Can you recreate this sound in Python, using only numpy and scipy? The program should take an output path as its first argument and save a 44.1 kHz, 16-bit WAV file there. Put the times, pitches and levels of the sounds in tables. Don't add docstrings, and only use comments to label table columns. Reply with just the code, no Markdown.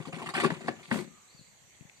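import sys
import numpy as np
from scipy import signal
from scipy.fft import rfft, irfft
from scipy.io import wavfile
from scipy.ndimage import uniform_filter1d

SR = 44100
rng = np.random.default_rng(int(sys.argv[2]) if len(sys.argv) > 2 else 0)


def pcm_store(signal):
    levels = np.round(np.clip(np.atleast_2d(signal), -1, 1) * 32767)
    wavfile.write(sys.argv[1], SR, levels.astype(np.int16).T)


N = 88200
T = np.arange(N) / SR

# start_s, length_s, boom_db, rasp_db, grit_db, twang_hz, twang_db
SCRAPES = [(0.0, 0.038, -46, -51, -57, 870, -71), (.021, 0.0059, -61, -52, -61, 1120, -51),
           (.052, 0.0082, -42.5, -44, -50.5, 1120, -42), (0.07, 0.02, -37, -49.5, -52, 830, -47),
           (0.124, 0.0069, -40.5, -40.5, -49, 1140, -42), (0.14, 0.034, -42.5, -45.5, -51.5, 1050, -44.5),
           (.184, 0.027, -42, -45, -53, 1150, -49.5), (0.2163, 0.012, -38.5, -37.5, -46.5, 1072, -36),
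           (0.237, 0.016, -49.5, -55, -51, 674, -42.5), (0.2598, 0.016, -39.5, -37.5, -43, 1160, -33.5),
           (.288, 0.012, -38.5, -36, -38, 1080, -34), (0.311, 0.0098, -49, -63, -54, 794, -57),
           (0.3373, 0.0085, -40, -34, -37, 1117, -32.5), (0.349, 0.012, -37.5, -32.5, -37.5, 1770, -29.5),
           (.362, 0.017, -33.5, -31.5, -38.5, 730, -52), (0.377, 0.016, -36.5, -33, -39.5, 1568, -30.5),
           (0.399, 0.014, -42, -29.5, -33, 1134, -25.5), (0.418, 0.057, -40, -38, -42.5, 2330, -38.5),
           (.435, 0.025, -28, -31.5, -35, 1150, -31), (.472, 0.015, -43, -43, -53, 550, -46.5),
           (.516, .012, -39.5, -43, -48, 895, -37), (.538, 0.011, -45, -44, -51, 1120, -43),
           (0.564, .165, -49.5, -53, -58.5, 370, -48), (.606, 0.014, -44, -49.5, -54, 680, -44),
           (0.642, .016, -40.5, -54, -61, 360, -43), (0.671, 0.013, -49, -48, -47.5, 800, -49),
           (.696, 0.018, -45, -52, -60, 765, -55), (.751, 0.058, -55.5, -57.5, -67, 500, -66),
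           (.794, 0.022, -50.5, -54, -64, 680, -49.5), (0.829, 0.052, -66, -56, -55, 2130, -56),
           (0.879, 0.043, -51, -55, -57, 290, -56), (.905, 0.0085, -46, -46, -48.5, 1030, -54),
           (.922, 0.051, -33.5, -39.5, -43, 1090, -45), (.976, 0.037, -43, -47, -47.5, 1030, -39.5)]
# start_s, thud_hz, decay_cycles (to 1/e), thud_db, clack_db, grit_db
KNOCKS = [(.001, 144.4, 1.13, -32.5, -45.5, -60), (.134, 163, 2.8, -37.5, -46, -53),
          (0.4354, 367, 1.6, -19, -49, -59), (0.4446, 1134, 4.9, -16, -22, -33.5),
          (0.4478, 385.5, 4.5, -17, -27, -47), (0.474, 333, 0.73, -29, -42, -49),
          (0.502, 630, 2.3, -32.5, -26.5, -37), (0.5053, 295, 2.6, -28.5, -52, -41),
          (0.5197, 182, 1.6, -26.5, -54, -73), (.681, 1030, 2.8, -22, -26.5, -39),
          (.683, 1627, 4.2, -26, -33, -39.5), (.685, 749, 2.8, -22, -36, -69),
          (0.6876, 366, 1, -21.5, -34, -42), (0.9124, 1104, 1.68, -17, -22, -48),
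          (0.9167, 223.5, 4, -24.5, -33, -41), (.941, 203, 3, -28.5, -32.5, -39),
          (0.9565, 220, 0.76, -26, -33.5, -45.5), (.988, 353, 4.5, -31.5, -37, -44),
          (0.999, 210, 1.6, -36, -55, -53), (1.023, 215, 1.4, -36, -46.5, -53),
          (1.042, 319, 3.4, -50, -47, -54), (1.075, 207, 2.3, -43, -54.5, -78),
          (1.106, 210, 1.5, -50, -73.5, -83)]
# time_s, level_db
SKID_LEVEL = [(.9, -63), (.94, -47), (.97, -50), (1.02, -55.5), (1.06, -67)]
# start_s, pitch_hz, level_db
TAPS = [(1.3468, 146, -45.5), (1.3927, 166, -45), (1.411, 145, -44.5), (1.809, 141, -38),
        (1.8235, 255, -42.5), (1.8514, 159, -42.5)]
# start_s, level_db
TICKS = [(0.023, -64), (0.163, -42), (0.856, -39), (1.809, -53.5), (1.823, -65), (1.8968, -46)]
# start_s, length_s, first_hz, last_hz, arch_hz, level_db
BIRD_NOTES = [(1.084, 0.1684, 1246, 1148, 20.4, -67), (1.272, 0.053, 3800, 4620, 36, -66),
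              (1.335, 0.019, 4600, 4670, 43, -65), (1.372, .036, 4670, 3840, 42, -60.5),
              (1.966, 0.014, 4730, 4450, 17, -68)]

# mode_hz, relative_db, t60_s
BODY_MODES = [(136, -5, .18), (158, -8, .16), (183, -4, .24), (219, 0, .27), (244, -3, .22), (305, -5, .18),
              (357, -1, .22), (405, -1, .16), (431, -9, .18), (538, -5, .17), (645, -13, .16),
              (764, -13, .16)]
# mode_hz, relative_db, t60_s
SHELL_MODES = [(564, 0, 0.11), (705, -2.5, 0.12), (830, 2.5, 0.092), (877, -1.5, 0.068), (1030, 0.5, 0.1),
               (1150, 2, 0.12), (1438, 6, 0.04), (1473, 3.5, .07), (1632, -11, 0.056), (1782, 4, 0.079),
               (1977, -6.5, 0.067), (2245, 8.5, 0.044), (2378, -6.5, 0.042), (2788, -3.5, 0.058)]

# freq_hz, relative_db
BOOM_COLOUR = [(30, -59.5), (80, -15), (135, -0.5), (230, -0.5), (290, -0.5), (380, 0), (500, -15),
               (900, -35.5), (3000, -53.5)]
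# freq_hz, relative_db
RASP_COLOUR = [(150, -30.5), (450, -5.5), (750, -2.5), (1150, 1.5), (1400, -4), (1850, 0.5), (2400, 1),
               (3000, 3), (5000, -34.5)]
# freq_hz, relative_db
CLACK_COLOUR = [(30, -32.5), (150, 4), (450, 0.5), (750, -8.5), (1100, -1), (1350, -6), (1800, -0.5),
                (2400, -10.5), (3200, -12), (6000, -48.5)]
# freq_hz, relative_db
GRIT_COLOUR = [(800, -58.5), (2300, 4.5), (3200, -2), (4550, -4), (5300, -15.5), (6500, -18), (9100, -7),
               (10300, -21), (14000, -36)]
# freq_hz, relative_db
CRACK_COLOUR = [(800, -31.5), (2300, 8.5), (3200, 1), (4550, 0.5), (5300, -12.5), (6500, -16.5),
                (9100, -11.5), (10300, -30), (14000, -26.5)]
# freq_hz, relative_db
SKID_COLOUR = [(2000, -29.5), (5500, -1), (8500, 4.5), (10500, -8.5), (14000, -7)]
# freq_hz, gain_db
THUD_FILTER = [(25, -14), (70, -14), (130, 0.5), (250, 1), (1200, -3), (2500, 4.5), (8000, -10.5)]
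# freq_hz, gain_db
TAP_FILTER = [(25, -31), (60, -10), (120, 2), (500, -0.5), (3000, 15)]
# freq_hz, relative_db
TICK_COLOUR = [(300, -35), (2300, 27), (4500, 9.5), (12000, -28)]

# freq_hz, relative_db
AIR_COLOUR = [(25, -30), (60, -9.5), (110, 5), (230, -4), (550, -6), (1400, -12), (2100, -4.5), (3150, -12),
              (4400, -10.5), (5300, -23), (5950, -8), (7000, -8.5), (8100, -9.5), (9300, -25),
              (14000, -21.5)]
# freq_hz, correlation
AIR_SAME = [(60, 0.92), (280, 0.55), (1200, 0.017), (14000, 0.011)]
# freq_hz, gain_db
AIR_RIGHT = [(200, -14.5), (700, 0.0), (4000, 0.1), (7500, 4.5), (12000, -1.5)]

# freq_hz, gain_db
RIGHT_LEVEL = [(50, -35), (110, -9.5), (220, -14.5), (370, -13.5), (520, -0.5), (700, 0.5), (1150, -4),
               (2200, -1.5), (4200, -0.5), (8000, -1.5), (14000, -2.5)]
# freq_hz, lead_rad
RIGHT_PHASE = [(50, 1), (500, -1.14), (1150, 0.58), (1650, 2), (2400, 2), (4600, 6), (9000, 10)]
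# freq_hz, t60_s
DECK_T60 = [(150, 0.42), (1000, 0.25), (4000, 0.36), (12000, 0.1)]
# freq_hz, t60_s
FOREST_T60 = [(1200, 0.35), (4500, 0.85)]
# delay_s, gain_db
BANK = [(.034, -9), (.075, -10), (.125, -11)]

SLIPS_PER_S, SLIP_SPREAD_DB = 2600, 3.5
GRIP_RISE_S, BITE, BITE_DECAY_S, RELEASE_S = .0025, .5, .006, 0.0081
JUDDER_HZ, JUDDER_DB = 260, 1.3
CONTACT_DECAY_S, CONTACT_PATCH_S = .002, .012
TWANG_DECAY_S, TWANG_ROUGH_DB = 0.0062, 3
CHATTER_RISE_S, CHATTER_DECAY_S, THUD_RISE_S = 0.00092, 0.0062, 0.00099
BOOM_TOP_HZ, BOOM_KICK_DB = 520, 16
BODY_RING_DB, SHELL_RING_DB, CLACK_RING_DB = -7, -6, -15.5
SHELL_SAME, GRIT_SAME = 0.87, 0.18
DECK_DB = -14
AIR_DB, AIR_PATCH_DB = -59.5, 2.5
CRICKET_HZ, CRICKET_WANDER_HZ, CRICKET_PERIOD_S, CRICKET_PEAK_S = 7025, 25, .0685, 1.084
CRICKET_DB, CRICKET_SWELL_DB = -72.5, 2.5
TAP_DECAY_CYCLES, TAP_RIGHT_DB, TICK_DECAY_S = 0.58, -31, .0018
BIRD_WAVER_HZ = 50
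EDGE_HZ = 14300


def amp(db):
    return 10 ** (np.asarray(db) / 20)


def unit(x):
    return x / np.sqrt(np.mean(x ** 2) + 1e-20)


def read(points, hz):
    f, value = np.transpose(points)
    return np.interp(np.log(hz + 1), np.log(f + 1), value)


def add(mix, start_s, sound):
    part = mix[..., max(round(start_s * SR), 0):][..., :sound.shape[-1]]
    part += sound[..., :part.shape[-1]]


def through(x, response):
    return signal.fftconvolve(np.atleast_2d(x), np.atleast_2d(response), axes=1)[:, :N]


def colour(points, size=4096):
    log_gain = np.log(amp(read(points, abs(np.fft.fftfreq(size, 1 / SR)))))
    spectrum = np.exp(np.conj(signal.hilbert(log_gain)))
    return np.fft.ifft(spectrum).real[:size // 2]


def tinted(x, points):
    response = colour(points)
    return through(x, response / np.linalg.norm(response))


def ring(modes):
    t = T[:SR // 2]
    response = np.zeros(len(t))
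    for k, (hz, db, t60_s) in enumerate(modes):
        response += (-1) ** k * amp(db - 60 * t / t60_s) * np.sin(2 * np.pi * hz * t)
    return response / np.linalg.norm(response)


def pair(two, same):
    same = np.clip(same, -1, 1)
    return np.array([two[0], same * two[0] + np.sqrt(1 - same ** 2) * two[1]])


def drift(rate_hz):
    rolloff = 1 + (np.fft.rfftfreq(N, 1 / SR) / rate_hz) ** 4
    return unit(irfft(rfft(rng.standard_normal(N)) / rolloff, N))


def echoes(x, t60):
    hz, t, z = signal.stft(rng.standard_normal((2, SR)), SR, nperseg=256)
    fade = amp(-60 * t / read(t60, hz)[:, None])
    tail = signal.istft(z * fade, SR, nperseg=256)[1]
    return through(x, tail / np.linalg.norm(tail[0]))


def slips(t):
    size = amp(SLIP_SPREAD_DB * np.minimum(rng.exponential(1, (2, len(t))), 3))
    fires = rng.random(size.shape) < SLIPS_PER_S / SR
    return unit(size * rng.choice([-1, 1], size.shape) * fires)


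def contact(x):
    t = T[:SR // 80]
    responses = rng.standard_normal((4, len(t))) * np.exp(-t / CONTACT_DECAY_S)
    patch = (T[:x.shape[1]] // CONTACT_PATCH_S) % len(responses)
    rung = sum(through(x * (patch == k), r / np.linalg.norm(r)) for k, r in enumerate(responses))
    return unit(x + rung[:, :x.shape[1]])


def thud(hz, decay_cycles):
    t = T[:SR // 6]
    onset = 1 - np.exp(-(t / THUD_RISE_S) ** 2)
    return 2 * onset * np.exp(-t * hz / decay_cycles) * np.sin(2 * np.pi * hz * t)


def scrapes():
    rasp, grit = np.zeros((2, 2, N))
    boom, twangs = np.zeros((2, N))
    t = T[:SR // 5]
    for start_s, length_s, boom_db, rasp_db, grit_db, twang_hz, twang_db in SCRAPES:
        judder = unit(amp(JUDDER_DB * np.clip(drift(JUDDER_HZ)[:len(t)], -2, 2)))
        grip = np.minimum(t / GRIP_RISE_S, 1) * (1 + BITE * np.exp(-t / BITE_DECAY_S))
        release = np.exp(-np.maximum(t - length_s, 0) / RELEASE_S)
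        stroke = contact(slips(t)) * judder * grip * release
        add(boom, start_s, amp(boom_db) * stroke[0])
        add(rasp, start_s, amp(rasp_db) * stroke)
        add(grit, start_s, amp(grit_db) * stroke)
        twang = thud(twang_hz, twang_hz * TWANG_DECAY_S)
        rough_db = TWANG_ROUGH_DB * drift(JUDDER_HZ)[:len(twang)]
        add(twangs, start_s, amp(twang_db + rough_db) * twang)
    return boom, rasp, grit, twangs


def knocks():
    clack, crack = np.zeros((2, 2, N))
    kicks, thuds = np.zeros((2, N))
    t = T[:SR // 5]
    for start_s, hz, decay_cycles, thud_db, clack_db, grit_db in KNOCKS:
        chatter = slips(t) * np.exp(-t / CHATTER_DECAY_S) * (1 - np.exp(-(t / CHATTER_RISE_S) ** 2))
        chatter *= np.sqrt(CHATTER_DECAY_S * SR) / (np.linalg.norm(chatter, axis=1, keepdims=True) + 1e-9)
        add(clack, start_s, amp(clack_db) * chatter)
        add(crack, start_s, amp(grit_db) * chatter)
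        add(thuds, start_s, amp(thud_db) * thud(hz, decay_cycles))
        add(kicks, start_s, (hz < BOOM_TOP_HZ) * amp([thud_db + BOOM_KICK_DB]))
    return kicks, clack, crack, thuds


def skid():
    level_db = np.interp(T, *np.transpose(SKID_LEVEL), left=-120, right=-120)
    return tinted(slips(T) * amp(level_db), SKID_COLOUR)


def heard(x):
    hz = np.fft.rfftfreq(2 * N, 1 / SR)
    right = rfft(x[1], 2 * N) * amp(read(RIGHT_LEVEL, hz)) * np.exp(1j * read(RIGHT_PHASE, hz))
    return np.array([x[0], irfft(right)[:N]])


def chair():
    boom, rasp, grit, twangs = scrapes()
    kicks, clack, crack, thuds = knocks()
    rasp, clack = pair(rasp, SHELL_SAME), pair(clack, SHELL_SAME)

    body = tinted(boom, BOOM_COLOUR)
    body += through(kicks + amp(BODY_RING_DB) * boom, ring(BODY_MODES))
    body += through(thuds + twangs, colour(THUD_FILTER))

    shell_drive = amp(SHELL_RING_DB) * rasp + amp(CLACK_RING_DB) * clack
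    shell = tinted(rasp, RASP_COLOUR) + tinted(clack, CLACK_COLOUR)
    shell += through(shell_drive, ring(SHELL_MODES))

    treble = tinted(pair(grit, GRIT_SAME), GRIT_COLOUR)
    treble += tinted(pair(crack, GRIT_SAME), CRACK_COLOUR) + skid()
    return heard(body + shell + treble)


def chorus():
    hz = np.fft.rfftfreq(1024, 1 / SR)
    a, b, patches = rng.standard_normal((3, 2, N // 256 + 5, len(hz)))
    patches = uniform_filter1d(patches, size=12, axis=1)
    patches = unit(uniform_filter1d(patches, size=12, axis=2))
    z = pair(a + 1j * b, read(AIR_SAME, hz))
    z = z * amp(read(AIR_COLOUR, hz) + AIR_PATCH_DB * patches)
    z[1] *= amp(read(AIR_RIGHT, hz))
    noise = signal.istft(z.swapaxes(1, 2), nperseg=1024, noverlap=768)[1][:, :N]
    return amp(AIR_DB) * unit(noise)


def cricket():
    throb = np.cos(np.pi * (T - CRICKET_PEAK_S) / CRICKET_PERIOD_S) ** 4
    hz = CRICKET_HZ + CRICKET_WANDER_HZ * drift(120)
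    note = np.sin(2 * np.pi * np.cumsum(hz) / SR)
    swell = amp(CRICKET_SWELL_DB * drift(4.5))
    return amp(CRICKET_DB) * unit(throb * note * swell)


def taps():
    dull, dry_ticks = np.zeros(N), np.zeros((2, N))
    t = T[:SR // 30]
    for start_s, hz, db in TAPS:
        add(dull, start_s, -amp(db) * thud(hz, TAP_DECAY_CYCLES))
    for start_s, db in TICKS:
        add(dry_ticks, start_s, amp(db) * rng.standard_normal((2, len(t))) * np.exp(-t / TICK_DECAY_S))
    left_right = np.array([[1], [amp(TAP_RIGHT_DB)]])
    return left_right * through(dull, colour(TAP_FILTER)) + tinted(dry_ticks, TICK_COLOUR)


def birds():
    song = np.zeros(N)
    for start_s, length_s, first_hz, last_hz, arch_hz, db in BIRD_NOTES:
        u = np.arange(0, length_s, 1 / SR) / length_s
        arch = np.sin(np.pi * u)
        hz = first_hz + (last_hz - first_hz) * u + arch_hz * arch
        hz += BIRD_WAVER_HZ * drift(230)[:len(u)]
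        whistle = np.sin(2 * np.pi * np.cumsum(hz) / SR)
        add(song, start_s, amp(db) * np.sqrt(2 * abs(arch)) * whistle)
    returned = echoes(song, FOREST_T60)
    for delay_s, db in BANK:
        add(returned, delay_s, amp(db) * song)
    return song + returned


def scene():
    near = chair()
    deck = amp(DECK_DB) * echoes(near, DECK_T60)
    return near + deck + chorus() + cricket() + taps() + birds()


def record(dry):
    lowpass = signal.firwin(511, EDGE_HZ, window=("kaiser", 9), fs=SR)
    return signal.oaconvolve(dry, lowpass[None], "same")


dry = scene()
out = record(dry)
pcm_store(out)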